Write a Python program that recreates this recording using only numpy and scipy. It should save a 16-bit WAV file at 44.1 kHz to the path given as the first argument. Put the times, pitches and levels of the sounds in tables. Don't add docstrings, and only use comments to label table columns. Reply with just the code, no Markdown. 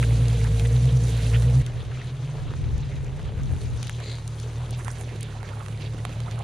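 import sys
import numpy as np
from scipy import signal
from scipy.fft import rfft, irfft, next_fast_len
from scipy.io import wavfile
from scipy.ndimage import uniform_filter1d

SR = 44100
rng = np.random.default_rng(int(sys.argv[2]) if len(sys.argv) > 2 else 0)


def dump_mix(stems):
    frames = np.atleast_2d(stems).T
    limited = np.clip(frames, -1, 1)
    pcm = np.round(limited * 32767).astype(np.int16)
    wavfile.write(sys.argv[1], SR, pcm)


N = 283563
WAVER_DB = 1.8
KNOCK_BELOW_HZ = 1500

# (time [s], left minus right [dB])
KNOCK_SIDE = [(4.6, -1), (4.85, -5)]


def undb(db):
    return 10 ** (np.asarray(db) / 20)


def unit(x):
    return x / np.sqrt(np.mean(x ** 2))


def peak(x):
    return x / np.abs(x).max()


def pan(db):
    return undb(np.array([db, -db]) / 2)


def curve(rows):
    s, *columns = np.transpose(rows)
    return [np.interp(np.arange(N) / SR, s, c) for c in columns]


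def fade(start, end, rise, fall):
    t = np.arange(N) / SR
    return np.clip(np.minimum((t - start) / rise, (end - t) / fall), 0, 1)


def walk(rate):
    k = int(SR / rate)
    steps = np.repeat(rng.standard_normal(N // k + 1), k)
    return unit(uniform_filter1d(steps, k)[:N])


def shape(x, rows, gain=undb):
    hz, value = np.transpose(rows)
    n = next_fast_len(N)
    log_hz = np.log(np.arange(n // 2 + 1) * SR / n + 1)
    response = gain(np.interp(log_hz, np.log(hz), value))
    return irfft(rfft(x, n) * response, n)[..., :N]


def band(x, hz, width):
    return signal.lfilter(*signal.iirpeak(min(hz, .45 * SR), hz / width, fs=SR), x)


def ports(a, b):
    # (frequency [Hz], correlation)
    alike = [(100, 1), (300, 1), (600, 0.94), (1200, 0.52), (2500, 0.91), (5000, 0.86), (8000, 0.05),
             (12000, 0.25)]
    mid = shape(a, alike, lambda c: np.sqrt((1 + np.clip(c, 0, 1)) / 2))
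    side = shape(b, alike, lambda c: np.sqrt((1 - np.clip(c, 0, 1)) / 2))
    return np.array([mid + side, mid - side])


def exhaust(rows, uneven, throb, order):
    # (frequency [Hz], width [Hz], greatest lift [dB])
    side_pipe = (146.3, 12.7, 14)
    pipe_hz, pipe_width, pipe_db = side_pipe
    silencer_lag = 0.38

    hz, boom_db = curve(rows)
    running = np.arange(N) >= rows[0][0] * SR
    firing = np.cumsum(hz * running) / SR
    out = undb(boom_db + walk(25)) * np.cos(2 * np.pi * order * firing)
    for turns, db in uneven:
        above = turns - 6 * order
        phase = turns * firing / 6 + throb * above - silencer_lag * (above > 0)
        lift_db = pipe_db / (1 + (2 * (turns * hz / 6 - pipe_hz) / pipe_width) ** 2)
        level = undb(boom_db + db + lift_db + WAVER_DB * walk(7))
        out = out + level * np.cos(2 * np.pi * phase)
    return np.sqrt(2) * out, firing


def behind():
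    # (time [s], firing rate [Hz], mean level of the boom an octave above it [dB])
    engine = [(0.0, 58.44, -22), (0.14, 57.08, -20.5), (0.27, 58.4, -22.5), (0.54, 53.68, -23),
              (0.81, 60.9, -20), (0.94, 60.94, -20.5), (1.22, 55.87, -25.5), (1.35, 57.3, -20),
              (1.62, 63.1, -19.5)]
    # (turns per engine cycle, level against the boom before the pipe's lift [dB])
    uneven_lines = [(9, -24.5), (11, -15), (13, -10), (16, -23.5), (17, -23), (18, -24.5)]
    # (frequency [Hz], slope [Hz per Hz of firing rate], peak level at mean boom [dB])
    whine_rows = [(460.5, 2.2, -43.5), (258.3, 1.78, -45.5), (531, 2.16, -53), (691, 3.1, -54.5)]
    # (frequency [Hz], width [Hz], level at mean boom [dB])
    tailpipe = [(250, 46, -46), (480, 36, -47), (620, 190, -50)]
    reference_hz = 57.8
    effort = 0.88

    boom, firing = exhaust(engine, uneven_lines, throb=0.15, order=2)
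    hz, boom_db = curve(engine)
    tone_db = boom_db - 4 - 0.5 * (hz - reference_hz)
    tone = np.sqrt(2) * undb(tone_db) * np.cos(2 * np.pi * firing)

    whine = 0
    for f, slope, db in whine_rows:
        level = undb(db + 2 * WAVER_DB * walk(11.58))
        whine_hz = f + slope * (hz - reference_hz) + 3 * walk(8.3)
        whine = whine + level * np.cos(2 * np.pi * np.cumsum(whine_hz) / SR)

    puff = .2 + np.exp(-(firing % 1) / .3)
    gas = 0
    for f, width, db in tailpipe:
        breath = puff * (0.1 + rng.standard_normal(N))
        gas = gas + undb(db) * unit(band(breath, f, width))

    skirt = undb(-39.5) * unit(band(band(rng.standard_normal(N), 142, 72), 142, 72))
    return boom + tone + undb(effort * (boom_db - boom_db.mean())) * (whine + gas) + skirt


def ahead():
    # (time [s], firing rate [Hz], mean level of the boom at three times that rate [dB])
    engine = [(1.63, 40.26, -34.5), (2.26, 41.19, -35), (2.88, 40.12, -40), (3.09, 43.65, -35.5),
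              (3.3, 46, -49), (3.4, 44.24, -40), (3.51, 41.82, -35), (3.72, 39.92, -33.5),
              (4.3, 37.5, -35.5), (4.7, 39.6, -31.5), (5.18, 37.78, -37), (5.4, 35.3, -37.5),
              (5.8, 36.08, -35), (6.01, 38.13, -33.5), (6.43, 37.67, -32.5)]
    # (turns per engine cycle, level against the boom before the pipe's lift [dB])
    uneven_lines = [(6, -10.5), (12, -9.5), (16, -14), (17, -11.5), (19, -6.5), (24, -19)]
    # (time [s], frequency [Hz], level [dB])
    hum_rows = [(1.85, 118.5, -37.5), (1.95, 130.2, -45), (2.27, 144.8, -33), (2.45, 146.3, -37),
                (2.65, 145.2, -35.5), (2.9, 137.5, -33), (3.1, 143.7, -44), (3.22, 157.3, -38.5),
                (3.32, 160, -72)]
    boom, _ = exhaust(engine, uneven_lines, throb=0.139, order=3)
    hz, db = curve(hum_rows)
    hum = np.sqrt(2) * undb(db) * np.cos(2 * np.pi * np.cumsum(hz) / SR)
    return boom + hum


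def snaps():
    # (time [s], peak before panning [dB], pitch [Hz])
    snap_rows = [(0.028, -19, 1450), (0.2833, -20.5, 3970), (0.4425, -27, 4760), (0.5969, -18, 2940),
                 (0.856, -24, 2947), (1.053, -30, 6505), (1.4231, -21.5, 1004), (1.6643, -20.5, 2797),
                 (2.78, -34, 6800), (3.046, -36, 6460), (3.229, -38, 4950), (3.434, -31.5, 5050),
                 (3.8293, -16.5, 3600), (3.8707, -21.5, 3396), (3.8956, -16, 1760), (4.002, -27, 1210),
                 (4.1844, -30, 886), (4.2777, -24, 6500), (4.3997, -25.5, 4460), (4.605, -38, 899),
                 (4.7084, -25.5, 8040), (4.8474, -26, 7060), (4.8813, -21, 830), (4.915, -28, 8000),
                 (5.011, -27, 7970), (5.2088, -23, 9000), (5.23, -19, 9200), (5.4302, -27, 789),
                 (5.662, -28, 1490), (5.684, -26, 907), (5.986, -34, 3570), (6.0518, -16.5, 902),
                 (6.2036, -23, 1515), (6.312, -26.5, 4400), (6.391, -33, 7240)]
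    # (multiple of the pitch, level [dB])
    twig = [(1, 12), (3, -3.5)]
    # (frequency [Hz], level [dB])
    tick = (9500, -5.5)
    mode_width = 0.7
    fray, fray_s = 0.25, 0.0018

    out, n = np.zeros((2, N)), int(0.025 * SR)
    t, knock_db = np.arange(n) / SR, curve(KNOCK_SIDE)[0]
    for s, db, hz in snap_rows:
        tearing = rng.standard_normal(n) + 1.13 * rng.standard_normal((2, n))
        burst = fray * np.exp(-t / fray_s) * tearing
        burst[:, 0] = -2
        modes = [(k * hz, mode_db) for k, mode_db in twig if k * hz < tick[0]] + [tick]
        snap = sum(undb(mode_db) * peak(band(burst, f, mode_width * f)) for f, mode_db in modes)
        i = int(s * SR)
        gains = undb(db) * pan(knock_db[i] * (hz < KNOCK_BELOW_HZ))
        out[:, i:i + n] += (gains[:, None] * peak(snap))[:, :N - i]
    return out


def thump():
    # (time [s], frequency [Hz], level its decay starts from [dB], t60 [s])
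    panel = (6.05, 176, -35, .8)
    s, hz, db, t60 = panel
    t = np.maximum(np.arange(N) / SR - s, 0)
    swell = 1 - np.exp(-t / .05)
    return undb(db - 60 * t / t60) * swell * np.sin(2 * np.pi * hz * t)


def scrapes():
    # (start [s], end [s], slips per second [Hz], level of the strongest band before its fades [dB])
    drags = [(3.99, 4.23, 2080, -44.5)]
    grit, out = ports(*(grains(1900, 2.2, 1.0) for _ in range(2))), 0
    for start, end, hz, db in drags:
        for k, share_db in enumerate([-6, 0, -8], 1):
            ring = band(band(grit, k * hz, k * 750), k * hz, k * 750)
            out = out + undb(db + share_db) * fade(start, end, .06, .09) * unit(ring)
    return out


def rustles():
    # (start [s], length [s], centre [Hz], level before swell and panning [dB])
    bushes = [(0.024, 0.024, 1930, -33), (0.441, 0.051, 1360, -41.5), (0.649, 0.02, 2300, -40),
              (1.185, 0.042, 2200, -43), (1.228, 0.064, 3260, -44.5), (1.329, 0.05, 2210, -36.5),
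              (1.903, 0.17, 1900, -47), (3.759, 0.26, 4500, -50), (3.995, 0.054, 695, -46.5),
              (4.394, 0.075, 4430, -51), (4.594, 0.09, 905, -47.5), (4.725, 0.039, 3530, -45),
              (4.787, 0.039, 1290, -46), (4.766, 0.24, 8400, -51), (4.853, 0.077, 1490, -45.5),
              (4.979, 0.07, 8300, -50.5), (5.203, 0.06, 2993, -48.5), (5.4, 0.12, 1516, -48),
              (5.49, 0.17, 938, -46), (5.797, 0.1, 3350, -46), (6.258, 0.054, 884, -45),
              (6.347, 0.15, 798, -45)]
    stem_octaves = .5

    crunch = ports(*(grains(700, 3, 1.2) + .3 * rng.standard_normal(N) for _ in range(2)))
    patchy, knock_db, out = undb(5 * walk(60)), curve(KNOCK_SIDE)[0], np.zeros((2, N))
    for start, length, hz, db in bushes:
        i = int(start * SR)
        n = min(int(length * SR), N - i)
        bush = 0
        stems = hz * 2 ** np.linspace(-stem_octaves, stem_octaves, 5)
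        for f, at in zip(stems, rng.integers(N // 2, size=5)):
            crackle = patchy[at:at + n] * crunch[:, at:at + n]
            bush = bush + unit(band(band(crackle, f, f / 3), f, f / 3))
        swell = fade(start, start + length, 0.086 * length, 0.39 * length)[i:i + n]
        gains = undb(db) * pan(knock_db[i] * (hz < KNOCK_BELOW_HZ))
        out[:, i:i + n] += gains[:, None] * swell * unit(bush)
    return out


def brush():
    # (time [s], rush [dB], extra leaf hiss, full in the treble [dB])
    rush = [(0, -38.5, 5), (1.0, -44, 7.5), (1.1, -39.5, 8), (1.618, -43, 6), (1.628, -42.5, -3.5),
            (3.3, -43, -5.5), (3.7, -43.5, -0.5), (6.43, -43, -3.5)]
    # (time [s], level against the noise of the rush [dB])
    crackle_rows = [(1.6, -7.5), (1.7, -9), (3.6, -6.5), (4.4, -7.5)]
    # (frequency [Hz], relative level per Hz [dB])
    colour = [(30, -18), (170, -8.5), (220, -12.5), (320, -16.5), (420, -12.5), (650, -19.5), (1400, -24.5),
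              (3900, -27.5), (9000, -36.5), (15000, -41.5)]

    low_db, high_db = curve(rush)
    swell, out = walk(21.75), 0
    crackle = undb(curve(crackle_rows)[0])
    beds = []
    for _ in range(2):
        hiss = rng.standard_normal(N) + crackle * grains(180, 3.5, .7)
        beds.append(hiss + undb(-9.5) * plinks())
    bed = unit(shape(ports(*beds), colour))
    for hz in 32 * 2 ** np.arange(0, 9.1, .75):
        leafy = np.clip(np.log2(hz / 1200) / 3, 0, 1)
        db = low_db + leafy * high_db + .7 * swell + walk(9) + 1.6 * walk(45)
        triangle = [(hz / 2 ** .75, 0), (hz, 1), (hz * 2 ** .75, 0)]
        out = out + undb(db) * shape(bed, triangle, lambda g: g)
    return out


def grains(rate, spread_db, ms):
    clicks = rng.random(N) < rate / SR
    size = clicks * undb(spread_db * rng.exponential(size=N))
    decay = np.exp(-1000 / (ms * SR))
    envelope = signal.lfilter([1], [1, -decay], np.minimum(size, 4))
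    return unit(envelope * rng.standard_normal(N))


def plinks():
    taps_per_s = 9
    out = 0
    for hz in np.geomspace(450, 14000, 36):
        taps = (rng.random(N) < taps_per_s / SR) * rng.standard_normal(N)
        out = out + np.sqrt(hz) * unit(band(taps, hz, 4 * np.sqrt(hz)))
    return unit(out)


def wind():
    # (strongest at [s], rise [s], fall [s], level at the top before panning [dB])
    gust_rows = [(1.85, 0.18, 0.086, -34), (2.68, 0.17, 0.32, -27), (3.4, 0.14, 0.24, -27.5),
                 (3.65, 0.32, 0.12, -33)]
    breeze_db = -55.5
    edge_db = 4

    eddies = np.array([undb(3 * walk(18)) * rng.standard_normal(N) for _ in range(2)])
    buffeting = eddies + 0.71 * rng.standard_normal(N)
    rumble = unit(shape(buffeting, [(12, -34), (35, 17.5), (70, 20.5), (110, 17.5),
                                    (200, 0.5), (330, -5.0), (700, -49)]))
    t = np.arange(N) / SR
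    power = 0
    for s, rise, fall, db in gust_rows:
        away = np.maximum((s - t) / rise, (t - s) / fall)
        power = power + undb(db - edge_db * away ** 2) ** 2
    return rumble * (np.sqrt(power) * pan(1.5)[:, None] + undb(breeze_db))


def scene():
    # (time [s], left minus right [dB])
    scrub_side = [(0, -1), (1.6, -2.5), (1.65, 1.5), (4.7, 1.5), (4.85, -3)]
    cut_s = 1.622
    later = np.clip((np.arange(N) / SR - cut_s) / 0.011 + .5, 0, 1)
    engine = (1 - later) * behind() + later * ahead()
    scrub = (brush() + rustles() + snaps() + scrapes()) * pan(curve(scrub_side)[0])
    return engine + scrub + thump() + wind()


def record(dry):
    # (frequency [Hz], level against the right [dB])
    left_port = [(400, -0.5), (1100, -3), (3400, -1), (6000, 2), (10800, -6.5), (13000, -4)]
    # (frequency [Hz], gain [dB])
    housing = [(3900, 1), (5300, -4.5), (6300, 1), (8400, 0), (9600, 5.5), (10400, 2), (11400, -7),
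               (14000, -9), (15200, -25)]
    top_hz = 15500
    wet = shape(np.array([shape(dry[0], left_port), dry[1]]), housing)
    return signal.sosfilt(signal.ellip(8, .2, 70, top_hz, fs=SR, output="sos"), wet)


dry = scene()
out = record(dry)
dump_mix(out)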